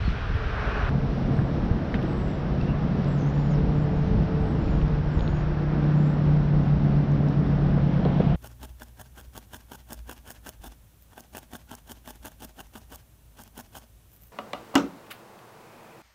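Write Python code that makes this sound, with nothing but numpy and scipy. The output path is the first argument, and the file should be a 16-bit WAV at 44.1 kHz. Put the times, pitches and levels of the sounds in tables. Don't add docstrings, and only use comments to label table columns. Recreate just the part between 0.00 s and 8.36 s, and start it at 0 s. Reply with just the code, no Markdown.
import sys
import numpy as np
from scipy import signal
from scipy.fft import rfft, irfft, next_fast_len
from scipy.io import wavfile
from scipy.ndimage import uniform_filter1d

SR = 44100
rng = np.random.default_rng(int(sys.argv[2]) if len(sys.argv) > 2 else 0)


def dump_mix(stems):
    frames = np.atleast_2d(stems).T
    limited = np.clip(frames, -1, 1)
    pcm = np.round(limited * 32767).astype(np.int16)
    wavfile.write(sys.argv[1], SR, pcm)


N = 368676

# start_s, length_s, start_hz, end_hz, level_db, trill_depth_hz, trill_rate_hz
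BIRD_NOTES = [(1.28, 0.24, 8200, 7500, -77, 250, 110), (2.06, 0.35, 7950, 7450, -70, 70, 110),
              (3.061, 0.12, 7800, 7300, -68, 150, 129), (3.178, 0.07, 6460, 6000, -59.5, 480, 92.5),
              (3.228, 0.088, 6000, 6650, -63, 350, 104), (3.302, 0.25, 6900, 7100, -68.5, 120, 109),
              (3.505, 0.036, 6940, 6000, -60, 70, 110), (3.534, .035, 5600, 4960, -57, 320, 160),
              (3.71, 0.16, 7150, 7150, -73, 417, 70), (3.922, 0.22, 6730, 6030, -71, 199, 110),
              (4.384, .2, 8250, 7550, -73, 130, 110), (4.58, .28, 7250, 6600, -71, 140, 110),
              (5.113, 0.1, 7750, 6700, -72, 150, 131), (5.162, 0.27, 6600, 6850, -64.5, 150, 159),
              (5.925, .25, 7000, 7500, -71, 280, 120.6), (6.601, 0.096, 6824, 6616, -77, 150, 110)]
# loudest_s, width_s, pitch_hz, level_db
FAR_TONES = [(1.4, 1.3, 462, -44.5), (1.9, 1.4, 322.4, -50.5), (2.197, 1.5, 355.4, -44.5),
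             (4.6, 0.56, 330.4, -41.5), (5.42, 0.43, 344, -41.5), (5.9, 0.55, 336, -39.5)]
# start_s, length_s, pitch_hz, level_db
LINE_SQUEAKS = [(0.028, 0.072, 4260, -52), (2.606, 0.016, 2620, -43), (2.666, 0.07, 2697, -49)]
# loudest_s, width_s, level_db
GLOVE_RUSTLES = [(.07, 0.22, -49), (1.956, 0.018, -46), (8.059, 0.088, -60), (8.23, 0.16, -58)]
# start_s, peak_db, centre_hz, t60_s
TACKLE_CLICKS = [(.365, -57, 10000, .006), (1.389, -27, 1450, 0.038), (1.9415, -20, 1750, 0.02),
                 (1.9425, -31, 3150, .05), (1.9465, -29, 1200, 0.035), (1.989, -33, 1900, .025),
                 (2.016, -40, 3200, .015), (2.027, -37, 3100, .018), (2.028, -55, 10000, .006),
                 (2.6127, -38.5, 4400, .016), (3.044, -42, 4600, .02), (4.679, -37, 2227, .028),
                 (4.815, -35, 2483, .025), (5.193, -37, 3700, .012), (5.2075, -31, 3600, 0.01),
                 (5.2773, -30, 3600, 0.01), (6.1, -54, 10000, 0.0055), (6.66, -57.5, 10030, .006),
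                 (7.118, -48, 5400, .01), (7.286, -40, 4854, 0.0085), (7.2865, -56, 10090, 0.0058),
                 (7.297, -54, 10000, .005), (8.051, -33, 3400, .016), (8.051, -30, 1090, .018),
                 (8.2, -39, 3500, .04)]
# start_s, gain_db, pitch_hz, t60_s
HULL_BUMPS = [(0.071, -7, 77.4, 0.073), (0.077, 3.5, 173, 0.022), (0.308, -11, 38, 0.1),
              (0.353, -5, 92, 0.042), (1.387, -1, 116, 0.043), (1.71, 3, 87, 0.036),
              (1.945, -3, 207, 0.055), (1.947, -7, 66, 0.054), (2.036, -12, 319, 0.067),
              (4.696, -6, 65, 0.054), (4.825, -5.5, 50, 0.11)]
# loudest_s, width_s, level_db
MIC_GUSTS = [(.06, 0.16, -25.5), (.34, 0.16, -25), (0.799, 0.45, -27.5), (1.55, 0.39, -29.5),
             (2.549, 0.91, -33.5), (3.75, 0.53, -28.5), (4.18, 0.11, -22), (4.721, 0.5, -26),
             (5.28, 0.41, -26), (6.62, 0.78, -29.5), (7.7, .3, -31), (8.26, 0.14, -28.5)]
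# centre_s, width_s, rumble_change_db
DECK_LOADS = [(1.4, 0.38, 4), (2.03, 0.3, 3.5), (3, 0.4, 2.5), (5.02, 0.11, -9.5), (5.53, 0.33, -13),
              (7.72, 0.3, 1), (8.22, 0.22, 2)]
# start_s, level_db
PULSES_AND_THUMPS = [(7.523, -26), (7.771, -21), (8.0513, -14.5), (8.1969, -12.5)]
# pitch_hz, gain_db, t60_s
RING_MODES = [(199, 2.5, 0.053), (390, 1, 0.044), (488, 5, 0.038), (590, 1.5, 0.037), (742, -3, 0.031),
              (1060, -11, .02)]
# time_s, cycle_rate_hz, level_db
DIESEL_RUN = [(.9, 29.95, -43), (2, 29.9, -41), (2.7, 29.95, -36), (4.3, 30.36, -37.5), (5.2, 29.98, -41.5),
              (6, 30.13, -33.5), (7.3, 30.11, -32), (8.36, 29.88, -28.5)]
# multiple, gain_db
DIESEL_PARTIALS = [(2, -5.5), (3, -10), (5, 3), (6, 1.4), (7, -4), (8, -12.5), (11, -12)]
# time_s, firing_rate_hz, gain_db
ENGINE_RUN = [(.9, 137.5, -23.5), (1.35, 134, -27.5), (1.8, 131.9, -33.5), (2.4, 132.3, -33),
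              (2.8, 135.5, -30), (3.2, 140, -22), (3.67, 147.7, -22.5), (4.03, 146, -23.5),
              (4.25, 147.2, -28.5), (4.62, 145.8, -29.5), (5.1, 150.3, -29.5), (5.6, 149.4, -24.5),
              (5.79, 148.6, -18.5), (6.25, 148.3, -21), (6.6, 144.3, -21), (7.3, 142.7, -21),
              (7.65, 140.9, -21.5), (8.36, 139.7, -25)]
# multiple, gain_db, rasp_db, flicker_db
ENGINE_HARMONICS = [(1, -0.5, -59.5, .5), (2, -16.5, -47.5, 1.7), (3, -29, -41.5, 2.6)]
# time_s, power_share
ENGINE_SCATTER = [(1.5, 0.3), (3, 0.016)]

# frequency_hz, gain_db
GLOVE_SPECTRUM = [(1500, -1.5), (2200, 2), (3600, -3), (4800, -12.5), (7000, -27), (11000, -45)]
WIND_SPECTRUM = [(10, -15), (25, -6), (45, 2), (80, -3.5), (130, -7), (220, -18.5), (400, -34),
                 (900, -59.5)]
DECK_SPECTRUM = [(70, -7.5), (120, -2.5), (170, 4.5), (240, 0.5), (330, -7.5), (420, -12), (700, -24)]
TYRE_ROAR_SPECTRUM = [(200, -7.5), (380, 1), (550, 2), (780, -1.2), (1000, -6), (1500, -9), (1950, -14),
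                      (2600, -23.5), (4000, -33.5)]
TYRE_HISS_SPECTRUM = [(1500, -8.5), (2700, 0.5), (3800, -3.5), (4700, -7.5), (5650, -8), (6150, -18.5),
                      (6900, -25), (8000, -35), (10500, -31), (13500, -39)]
TRUCK_SPECTRUM = [(450, -7.5), (600, 2.5), (850, -2), (1200, -22), (2200, -19), (3300, -18), (4500, -33.5)]
CAR_ROAR_SPECTRUM = [(250, -5.5), (370, -6.5), (435, 2), (490, -6.5), (700, -4), (930, -7.5), (1250, -4),
                     (1620, -4.5), (2100, -16.5), (2550, -15), (3400, -39.5), (5000, -41.5)]
CAR_HISS_SPECTRUM = [(1500, 6), (3000, 3), (4200, -4.5), (5000, -8.5), (5700, -10), (6300, -20.5),
                     (7200, -30), (8200, -34), (13000, -42)]

TIME = np.arange(N) / SR


def undb(db):
    return 10 ** (np.asarray(db) / 20)


def curves(table):
    s, *columns = np.transpose(table)
    return [np.interp(TIME, s, c) for c in columns]


def walk(rate):
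    hold = max(int(SR / rate), 2)
    steps = np.repeat(rng.standard_normal(N // hold + 1), hold)
    return 1.46 * uniform_filter1d(uniform_filter1d(steps, hold), hold)[:N]


def noise(spectrum):
    hz, db = np.transpose(spectrum)
    size = next_fast_len(N)
    f = np.maximum(np.fft.rfftfreq(size, 1 / SR), 1)
    skirts = np.minimum(f / hz[0], 1) ** 2 * np.minimum(hz[-1] / f, 1) ** 4
    gain = undb(np.interp(np.log(f), np.log(hz), db)) * skirts
    shaped = irfft(rfft(rng.standard_normal(size)) * gain, size)[:N]
    return shaped / np.sqrt(np.mean(shaped ** 2))


def fade(t, t60):
    return np.exp(-np.log(1000) * t / t60)


def hump(s, width):
    return .5 ** ((2 * (TIME - s) / width) ** 2)


def add(out, s, sound):
    i = max(int(s * SR), 0)
    out[i:i + len(sound)] += sound[:max(N - i, 0)]


def scattered(phase, blur_hz=30):
    return walk(blur_hz) * np.sin(phase) + walk(blur_hz) * np.cos(phase)


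def birds(wander_hz=60, rough_hz=115, scatter_db=2.5, echo_db=-15, echo_t60=.25):
    out = np.zeros(N)
    for s, length, start_hz, end_hz, db, depth_hz, trill_hz in BIRD_NOTES:
        n = int(length * SR)
        progress = np.linspace(0, 1, n)
        trill = 2 * np.pi * np.cumsum(trill_hz * (1 + .17 * walk(120)[:n])) / SR
        glide = start_hz + (end_hz - start_hz) * progress + wander_hz * walk(30)[:n]
        hz = glide + depth_hz * np.sin(trill) + rough_hz * walk(900)[:n]
        pulse = 1 + min(depth_hz / 300, 1) * np.cos(trill)
        swell = np.sqrt(np.abs(np.sin(np.pi * progress)))
        level = undb(db + scatter_db * walk(120)[:n])
        add(out, s, swell * pulse * level * np.sin(2 * np.pi * np.cumsum(hz) / SR))
    t = np.arange(SR // 3) / SR
    echo = rng.standard_normal(len(t)) * fade(t, echo_t60)
    return out + undb(echo_db) * signal.fftconvolve(out, echo / np.linalg.norm(echo))[:N]


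def far_vehicles(sag_hz_per_s=1.5):
    out = np.zeros(N)
    for s, width, middle_hz, db in FAR_TONES:
        hz = middle_hz - sag_hz_per_s * (TIME - s)
        out += undb(db) * hump(s, width) * scattered(2 * np.pi * np.cumsum(hz) / SR)
    return out


def squeaks():
    out = np.zeros(N)
    for s, length, hz, db in LINE_SQUEAKS:
        swell = np.sin(np.linspace(0, np.pi, int(length * SR)))
        phase = 2 * np.pi * np.cumsum(hz * (1 + .026 * walk(500)[:len(swell)])) / SR
        add(out, s, np.sqrt(2) * undb(db) * swell * np.sin(phase))
    return out


def click(hz, t60, spread=1.25, strike=9, body_db=-8):
    t = np.arange(SR // 8) / SR
    band = signal.butter(4, [hz / spread, hz * spread], "bandpass", fs=SR, output="sos")
    body = signal.butter(3, [hz / spread ** 4, hz * spread], "bandpass", fs=SR, output="sos")
    scrape, knock = rng.standard_normal((2, len(t))) * fade(t, t60)
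    burst = signal.sosfilt(band, scrape + strike * (t == 0))
    burst += undb(body_db) * signal.sosfilt(body, knock)
    return burst / np.abs(burst).max()


def tackle(ticks_per_s=8, tick_db=-63, tick_range_db=10):
    handling = sum(undb(db) * hump(s, width) for s, width, db in GLOVE_RUSTLES)
    out = handling * undb(2 * walk(150)) * noise(GLOVE_SPECTRUM)
    for s, db, hz, t60 in TACKLE_CLICKS:
        add(out, s, undb(db) * click(hz, t60))
    for when, softness in rng.random((int(ticks_per_s * N / SR), 2)):
        add(out, when * N / SR, undb(tick_db - tick_range_db * softness) * click(hz=10000, t60=.008))
    return out


def hull(attack_s=.008):
    out, t = np.zeros(N), np.arange(SR // 4) / SR
    attack = 1 - np.exp(-t / attack_s)
    for s, db, hz, t60 in HULL_BUMPS:
        add(out, s, undb(db) * attack * fade(t, t60) * np.sin(2 * np.pi * hz * t))
    return out


def wind(breeze_db=-33.5, flicker_db=1.2):
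    power = undb(breeze_db) ** 2 + sum(undb(db) ** 2 * hump(s, width) for s, width, db in MIC_GUSTS)
    return np.sqrt(power) * undb(flicker_db * walk(14)) * noise(WIND_SPECTRUM)


def traffic(deck_db=-30.5, roar_db=-37, hiss_db=-53, hiss_fade_db_per_s=.35):
    load_db = sum(db * hump(s, width) for s, width, db in DECK_LOADS)
    deck = undb(deck_db + load_db + 1.1 * walk(12)) * noise(DECK_SPECTRUM)
    roar = undb(roar_db + .12 * load_db + .34 * walk(14)) * noise(TYRE_ROAR_SPECTRUM)
    hiss = undb(hiss_db - hiss_fade_db_per_s * TIME + .61 * walk(22)) * noise(TYRE_HISS_SPECTRUM)
    far_car = undb(-45) * hump(s=5.6, width=1.2) * noise(CAR_ROAR_SPECTRUM)
    truck = undb(-39.5) * hump(s=8.32, width=1) * noise(TRUCK_SPECTRUM)
    return deck + roar + hiss + far_car + truck


def passing_car(nearest_s=.77, speed_m_s=33.4, distance_m=10.1, roar_db=-31.5, hiss_db=-43.5):
    along_m = speed_m_s * (TIME - nearest_s)
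    near_db = 20 * np.log10(distance_m / np.hypot(along_m, distance_m))
    flutter_db = .4 * walk(31)
    roar = undb(roar_db + near_db) * noise(CAR_ROAR_SPECTRUM)
    hiss = undb(hiss_db + .28 * near_db) * noise(CAR_HISS_SPECTRUM)
    return undb(flutter_db) * (roar + hiss)


def pulses_and_joint(echo_db=-16, echo_t60=.12, attack_s=.0056):
    out, t = np.zeros(N), np.arange(SR // 3) / SR
    attack = 1 - np.exp(-(t / attack_s) ** 2)
    for s, db in PULSES_AND_THUMPS:
        detunes = 1 + .016 * rng.standard_normal(len(RING_MODES))
        ring = attack * sum(undb(mode_db) * fade(t, t60) * np.sin(2 * np.pi * hz * detune * t)
                            for (hz, mode_db, t60), detune in zip(RING_MODES, detunes))
        echo = attack * undb(echo_db) * fade(t, echo_t60) * noise(TYRE_ROAR_SPECTRUM)[:len(t)]
        add(out, s, undb(db) * (ring / np.abs(ring).max() + echo))
    return out


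def diesel(flicker_db=1.6):
    hz, db = curves(DIESEL_RUN)
    phase = 2 * np.pi * np.cumsum(hz * (1 + .00085 * walk(12))) / SR
    hum = sum(undb(order_db + flicker_db * walk(4)) * np.sin(k * phase + rng.uniform(0, 2 * np.pi))
              for k, order_db in DIESEL_PARTIALS)
    return np.sqrt(2) * undb(db) * hum


def throttled_engine(trim_db=-1.5):
    hz, db = curves(ENGINE_RUN)
    rasp, = curves([(3.42, 0), (3.6, 1), (4.74, 1), (5.49, 0)])
    share, = curves(ENGINE_SCATTER)
    phase = 2 * np.pi * np.cumsum(hz * (1 + .0028 * walk(20))) / SR
    level = undb(trim_db + db)
    direct = np.zeros(N)
    for k, harmonic_db, rasp_db, flicker_db in ENGINE_HARMONICS:
        strength = level * undb(harmonic_db) + rasp ** 2 * undb(rasp_db)
        direct += strength * undb(flicker_db * walk(28)) * np.sin(k * phase)
    return np.sqrt(2 * (1 - share)) * direct + np.sqrt(share) * level * scattered(phase)


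def scene(cut_s=.893, crossfade_s=.00016):
    after = np.clip((TIME - cut_s) / crossfade_s + .5, 0, 1)
    first_spot = passing_car()
    second_spot = traffic() + throttled_engine() + diesel() + far_vehicles() + pulses_and_joint()
    road = (1 - after) * first_spot + after * second_spot
    return (road + wind() + hull() + squeaks() + birds() + tackle())[None]


def record(dry, top_hz=14000, fade_s=.004):
    ends = np.minimum(np.minimum(TIME, TIME[::-1]) / fade_s, 1)
    lowpass = signal.ellip(8, .2, 70, top_hz, fs=SR, output="sos")
    return signal.sosfilt(lowpass, dry * ends)


dry = scene()
out = record(dry)
dump_mix(out)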